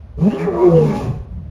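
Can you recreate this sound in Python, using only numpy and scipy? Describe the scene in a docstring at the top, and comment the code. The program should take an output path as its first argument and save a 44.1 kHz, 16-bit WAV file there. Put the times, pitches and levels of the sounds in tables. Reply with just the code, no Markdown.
"""A low, uneven outdoor rumble leads into one deep lion roar among the rocks of an enclosure.
The voice starts as a clean rising moan, turns hoarse as the jaws open, swells into a hollow falling tone
and sinks into a low rattling growl. Cosine harmonics and thin overtones make the clean tone; jittered
flaps and puffs of noise through chest, throat, mouth and teeth make the hoarse one. Sparse decaying
taps form the rocks' short echo; shaped noise forms the rumble and the faint open air."""
import sys
import numpy as np
from scipy import signal
from scipy.fft import rfft, irfft
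from scipy.io import wavfile
from scipy.ndimage import uniform_filter1d, minimum_filter1d

SR = 44100
rng = np.random.default_rng(int(sys.argv[2]) if len(sys.argv) > 2 else 0)


def master_out(mix):
    """Clip the mix to full scale and print it as 16-bit PCM to the path in sys.argv[1]."""
    frames = np.transpose(np.atleast_2d(mix))
    ceiling = np.clip(frames, -1, 1)
    pcm = np.round(ceiling * 32767).astype(np.int16)
    wavfile.write(sys.argv[1], SR, pcm)


N = 66150  # 1.5 s

# All layer levels are relative: trims, where given, are added to them.
# pitch of the vocal folds: time_s, pitch_hz
PITCH = [(.17,137.7),(.21,151.1),(.24,169.9),(.275,215.1),(.31,202),(.36,192.4),(.42,212.1),(.46,210.8),(.49,200.5),(.52,171.9),(.6,172.8),(.635,182.6),(.68,175.5),(.72,167.4),(.78,161.7),(.84,151.7),(1.0,139.9),(1.09,133.8),(1.17,90.06),(1.22,61.2)]
# first harmonic of the moan: time_s, level_db
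FIRST_HARMONIC = [(.178,-39),(.2,-28),(.23,-12),(.26,-14),(.28,-9.5),(.305,-27),(.33,-40),(.385,-36),(.42,-23.5),(.45,-18),(.485,-33.5),(.53,-39),(.555,-29),(.6,-42.5),(.66,-28),(.7,-18),(.75,-11),(.82,-17),(.87,-18.5),(.92,-30),(1.02,-48),(1.11,-21),(1.16,-61),(1.21,-23.5),(1.245,-42)]
# second harmonic of the moan: time_s, level_db
SECOND_HARMONIC = [(.19,-46),(.25,-28.5),(.28,-21.5),(.31,-34),(.36,-30.5),(.45,-31.5),(.49,-15.5),(.515,-27),(.6,-19),(.64,-9.5),(.68,-6.5),(.715,-26.5),(.745,-21),(.79,-39),(.96,-31.5),(1.06,-30.5)]
# third harmonic of the moan: time_s, level_db
THIRD_HARMONIC = [(.18,-36.5),(.24,-34.5),(.28,-27.5),(.32,-54.5),(.68,-31),(.72,-17.5),(.785,-10),(.805,-16.5),(.83,-13.5),(.87,-39),(.99,-38),(1.06,-44)]
# how far the first harmonic slips flat of the others: time_s, drop_share_of_pitch
SAG = [(.36,0.0065),(.405,0.26),(.46,0.14),(.52,0),(.71,0.0021),(.765,0.049),(.83,0.0019)]
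# thin overtones that ring out of the throat: start_s, peak_s, end_s, pitch_hz, level_db
RINGS = [(0.346,0.409,.51,322.7,-31.5),(0.542,0.626,0.66,962,-21.5),(0.547,0.577,0.58,1115,-30.5),(0.93,0.991,1.015,838,-29),(0.97,1.014,1.096,270,-23.5)]
CLEAN_TRIM_DB, FOURTH_DB = 1.5, -19  # the fourth harmonic is set against the second
JITTER_SHARE, JITTER_HZ = 0.01, 66.6
RING_WANDER_SHARE, RING_WANDER_HZ = 0.01027, 51

# breath noise in the drive of the throat: time_s, noise_share (0-1)
ROUGHNESS = [(.17,.6),(.33,.4),(.45,.35),(.6,.22),(.72,.5),(.85,.38),(1.0,.36),(1.15,.8)]
FLAPS_PER_CYCLE = 2 / 3  # flaps of the folds for each cycle of the tone
FLAP_JITTER_SHARE, FLAP_UNEVEN_DB = .03, 2.5
PUFF_DECAY_CYCLES, PUFF_FLOOR = 0.59, 0.39

# growl of the slack folds in the chest: time_s, level_db
GROWL = [(.17,-42.5),(.19,-22.5),(.28,-29.5),(.33,-16.5),(.385,-44.5),(.5,-30),(.65,-37),(.76,-29.5),(.82,-19.5),(.93,-17),(1.0,-25.5),(1.07,-19),(1.17,-25.5),(1.28,-39),(1.38,-28.5),(1.5,-34.5)]
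# centre of the chest resonance: time_s, centre_hz
CHEST = [(.17,148),(.29,217),(.335,258),(.38,217),(.45,190.4),(.6,205),(.76,213.7),(.82,222),(.93,208),(1.0,173),(1.05,150.7),(1.2,115),(1.38,170.4),(1.5,130)]
# hoarse voice from the throat: time_s, level_db
HOARSE = [(.177,-69),(.185,-41.5),(.23,-31.5),(.28,-28.5),(.305,-32.5),(.34,-28),(.4,-29.5),(.48,-26),(.53,-29),(.575,-24),(.68,-25),(.78,-27),(.87,-28.5),(.92,-26.5),(.99,-33),(1.05,-29),(1.11,-37),(1.2,-70),(1.3,-62),(1.5,-76)]
# throat resonances before the opening factor: centre_hz, width_hz, level_db
THROAT = [(289,49,-8),(425.7,68.7,9),(571,142,2),(667,210,-7.5),(837,140,-6.5),(944.4,82,-3.5),(1114,143,-3.5)]
# narrow, wavering throat resonance: time_s, centre_hz
BRAY = [(.2,777),(.35,790),(.43,886),(.51,683),(.6,653),(.65,776),(.71,684),(.8,799.9),(.89,886),(.96,826),(1.0,812),(1.04,737.4)]
# rasp in the open mouth: time_s, level_db
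RASP = [(.18,-70),(.21,-48.5),(.27,-43.5),(.32,-34.5),(.37,-40.5),(.395,-31),(.45,-33),(.48,-41.5),(.55,-45.5),(.65,-36.5),(.72,-47.5),(.77,-38),(.82,-42),(.89,-37.5),(.93,-35),(.98,-40.5),(1.06,-41.5),(1.13,-54.5),(1.3,-70)]
# mouth resonances before the opening factor: centre_hz, width_hz, level_db
MOUTH = [(1670,390,12),(2130,180,9.5),(3130,870,-12.5)]
# opening of the mouth, scaling throat and mouth resonances: time_s, factor
OPENING = [(.17,0.98),(.27,0.98),(.35,1.016),(.45,1.071),(.65,0.963),(.9,1.006),(1.0,1.027),(1.2,0.83)]
# main resonance of the mouth, not scaled by the opening: time_s, centre_hz
JAWS = [(.2,2300),(.29,2400),(.355,3070),(.385,2403),(.42,2260),(.45,1780),(.56,1830),(.65,2135),(.71,2200),(.77,2960),(.83,2418),(.88,2169),(.97,2350),(1.05,2487)]
# hiss of air past the teeth: time_s, level_db
HISS = [(.18,-61.5),(.216,-51),(.31,-47.5),(.37,-50.5),(.41,-43.5),(.5,-58),(.62,-48.5),(.75,-47),(.88,-42),(.93,-45.5),(.96,-39),(1.05,-45),(1.1,-52.5),(1.25,-68.5)]
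# relative spectrum of that hiss: frequency_hz, density_db_per_hz
HISS_COLOUR = [(1500,-44),(2600,7.5),(3500,3.5),(5000,1.5),(7300,-1),(8300,-29.5),(9500,0.5),(11300,-21),(12600,-9.5),(14200,-13)]
GROWL_TRIM_DB, HOARSE_TRIM_DB, RASP_TRIM_DB, HISS_TRIM_DB = -2.5, 1, -6.5, -2
CHEST_WIDTH_HZ, BRAY_WIDTH_HZ, JAWS_WIDTH_HZ = 75, 57, 400
BRAY_DB, JAWS_DB = -9.5, -0.5  # within the throat and the mouth

# first echoes off the nearest rocks: delay_s, level_db
SLAPS = [(.0047,-14),(0.0124,-20.5),(0.018,-32)]
# decay of the rocks' echo: frequency_hz, t60_s
ROCKS = [(100,0.3),(500,0.8),(2000,0.59),(6000,0.27),(12000,0.11)]
CLEAN_WET_DB, ROUGH_WET_DB = -21, -12  # echo sends

# relative spectrum of the low rumble: frequency_hz, density_db_per_hz
RUMBLE_COLOUR = [(12,-52),(25,-29.5),(40,-5),(58,3),(80,3.5),(110,-9),(200,-32.5),(500,-78.5)]
# rise and fall of the rumble: time_s, level_db
RUMBLE = [(0,-35.5),(.12,-35.5),(.18,-26.5),(.24,-39),(.4,-44.5),(.53,-34.5),(.65,-38.5),(.76,-30),(.92,-40.5),(1.02,-28.5),(1.12,-34),(1.22,-28),(1.265,-39),(1.33,-25),(1.4,-29.5),(1.5,-32.5)]
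# relative spectrum of the open air: frequency_hz, density_db_per_hz
AIR = [(15, -30), (25, -23), (85, -21), (197, -11), (326, -27), (599, -22), (741, -28), (3530, -46),
       (6500, -56.5), (8240, -86.5), (9410, -56), (14000, -80)]
AIR_DB = -49

EDGE_S, FADE_S = .006, .004  # fades past a level curve's ends; fades at the ends of the sound
CEILING, LIMITER_SIZE = .96, 441  # peak amplitude; window in samples
CUTOFF_HZ = 14500


def moan():
    """The clean tone of the folds: its strength passes from one low harmonic to the next."""
    pitch = curve(PITCH) * (1 + JITTER_SHARE * wander(JITTER_HZ))
    second_gain = level(SECOND_HARMONIC)
    partials = [
        (pitch * (1 - curve(SAG)), level(FIRST_HARMONIC)),
        (2 * pitch, second_gain),
        (3 * pitch, level(THIRD_HARMONIC)),
        (4 * pitch, amp(FOURTH_DB) * second_gain),
    ]
    tone = sum(gain * np.cos(2 * np.pi * np.cumsum(hz) / SR) for hz, gain in partials)
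    return amp(CLEAN_TRIM_DB) * np.sqrt(2) * tone


def ring():
    """Thin wavering overtones that swell and fade in the throat."""
    t = np.arange(N) / SR
    tones = np.zeros(N)
    for start, peak, end, hz, db in RINGS:
        wavering_hz = hz * (1 + RING_WANDER_SHARE * wander(RING_WANDER_HZ))
        phase = 2 * np.pi * np.cumsum(wavering_hz) / SR
        swell = np.interp(t, [start, peak, end], [0, 1, 0])
        tones += amp(db) * swell * np.sqrt(2) * np.sin(phase)
    return tones


def hoarse():
    """The folds flap twice in every three cycles of the tone, puffing air into chest, throat and mouth."""
    flap_hz = FLAPS_PER_CYCLE * curve(PITCH) * (1 + FLAP_JITTER_SHARE * wander(90))
    cycle = np.cumsum(flap_hz) / SR % 1
    # one pulse at each wrap of the cycle, of uneven strength
    pulses = np.maximum(-np.diff(cycle, prepend=0), 0)
    flaps = unit(pulses * amp(FLAP_UNEVEN_DB * wander(120)))
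    puff_shape = PUFF_FLOOR + np.exp(-cycle / PUFF_DECAY_CYCLES)
    puffs = unit(puff_shape * rng.standard_normal(N))

    rough = curve(ROUGHNESS)
    drive = (1 - rough) * (flaps - flaps.mean()) + rough * puffs
    airy = slaps(drive + rng.standard_normal(N))
    return chest_growl(puffs) + throat_voice(drive, puffs) + mouth_rasp(airy) + teeth_hiss(puffs)


def chest_growl(puffs):
    """Puffs of air excite one low, moving chest resonance."""
    growl = steady(resonate(puffs, curve(CHEST), CHEST_WIDTH_HZ), size=1400)
    return amp(GROWL_TRIM_DB) * level(GROWL) * growl


def throat_voice(drive, puffs):
    """Flaps and breath excite the throat's resonances; puffs alone excite a narrow bray."""
    bray = amp(BRAY_DB) * steady(resonate(puffs, curve(BRAY), BRAY_WIDTH_HZ))
    return amp(HOARSE_TRIM_DB) * level(HOARSE) * (tract(drive, THROAT) + bray)


def mouth_rasp(airy):
    """The breathy drive rasps through the mouth's resonances as the jaws move."""
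    jaws = amp(JAWS_DB) * steady(resonate(airy, curve(JAWS), JAWS_WIDTH_HZ))
    return amp(RASP_TRIM_DB) * level(RASP) * (tract(airy, MOUTH) + jaws)


def teeth_hiss(puffs):
    """Air past the teeth: pulsing and steady noise share one treble colour."""
    air = slaps(puffs + rng.standard_normal(N))
    return amp(HISS_TRIM_DB) * level(HISS) * colour(air, HISS_COLOUR)


def tract(x, modes):
    """Parallel resonances that shift as the mouth opens, held at steady power."""
    return steady(sum(amp(db) * resonate(x, hz * curve(OPENING), width) for hz, width, db in modes))


def resonate(x, hz, width_hz):
    """A steep resonance follows the curve hz: shift down to zero, low-pass, shift back up."""
    turn = np.exp(2j * np.pi * np.cumsum(hz) / SR)
    r = np.exp(-np.pi * width_hz / SR)
    smoothed = signal.lfilter([(1 - r) ** 2], [1, -2 * r, r * r], x / turn)
    return 2 * (turn * smoothed).real


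def slaps(x):
    """The direct sound with delayed copies off the nearest rocks."""
    t = np.arange(N) / SR
    return x + sum(amp(db) * np.interp(t - delay, t, x, left=0) for delay, db in SLAPS)


def rocks(x):
    """Sparse random echoes, each band dying at its own speed."""
    # about 2000 taps a second, starting after 8 ms
    taps = rng.standard_normal(SR) * (rng.random(SR) < 2000 / SR) * (np.arange(SR) > .008 * SR)
    hz, t, bands = signal.stft(taps, SR, nperseg=256)
    decay = amp(-60 * t / read(ROCKS, hz)[:, None])
    tail = signal.istft(bands * decay, SR, nperseg=256)[1]
    return signal.fftconvolve(x, tail / np.linalg.norm(tail))[:N]


def outdoors():
    """Shaped noise: faint open air and a low uneven rumble."""
    air = amp(AIR_DB) * colour(rng.standard_normal(N), AIR)
    rumble = level(RUMBLE) * steady(colour(rng.standard_normal(N), RUMBLE_COLOUR))
    return air + rumble


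def amp(db):
    """Decibels to gain."""
    return 10 ** (np.asarray(db) / 20)


def unit(x):
    """Scales to rms 1."""
    return x / np.sqrt(np.mean(x ** 2) + 1e-20)


def curve(rows, size=260):
    """A time table at every sample, with rounded corners."""
    return uniform_filter1d(np.interp(np.arange(N) / SR, *np.transpose(rows)), size)


def level(rows):
    """Gain from a dB curve, fading out beyond its ends."""
    t = np.arange(N) / SR
    outside = np.maximum(rows[0][0] - t, 0) + np.maximum(t - rows[-1][0], 0)
    return amp(curve(rows)) * np.exp(-(outside / EDGE_S) ** 2)


def read(points, hz):
    """A frequency table's value at hz, on a log axis."""
    f, value = np.transpose(points)
    return np.interp(np.log(hz + 1), np.log(f + 1), value)


def colour(x, points):
    """Filters by a dB spectrum and scales to rms 1."""
    gain = amp(read(points, np.fft.rfftfreq(N, 1 / SR)))
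    return unit(irfft(rfft(x) * gain, N))


def wander(rate_hz):
    """Low-passed random motion of rms 1."""
    gain = 1 / (1 + (np.fft.rfftfreq(N, 1 / SR) / rate_hz) ** 2) ** 2
    return unit(irfft(rfft(rng.standard_normal(N)) * gain, N))


def steady(x, size=2200):
    """Evens out the short-term power of a random drive to about 1."""
    power = uniform_filter1d(uniform_filter1d(x ** 2, size), size)
    return x / np.sqrt(power + 1e-12)


def scene():
    """The lion, its echo and the background, in mono."""
    clean = moan() + ring()
    rough = hoarse()
    echo = rocks(amp(CLEAN_WET_DB) * clean + amp(ROUGH_WET_DB) * rough)
    return (clean + rough + echo + outdoors())[None]


def record(dry):
    """A peak limiter eases the gain down around peaks over the ceiling; then soft ends and the band limit."""
    gain = minimum_filter1d(CEILING / np.maximum(abs(dry), CEILING), LIMITER_SIZE)
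    t = np.arange(N) / SR
    ends = np.minimum(np.minimum(t, t[::-1]) / FADE_S, 1)
    limited = dry * uniform_filter1d(gain, LIMITER_SIZE) * ends
    lowpass = signal.firwin(511, CUTOFF_HZ, window=("kaiser", 9), fs=SR)
    return signal.oaconvolve(limited, lowpass[None], "same")


dry = scene()
out = record(dry)
master_out(out)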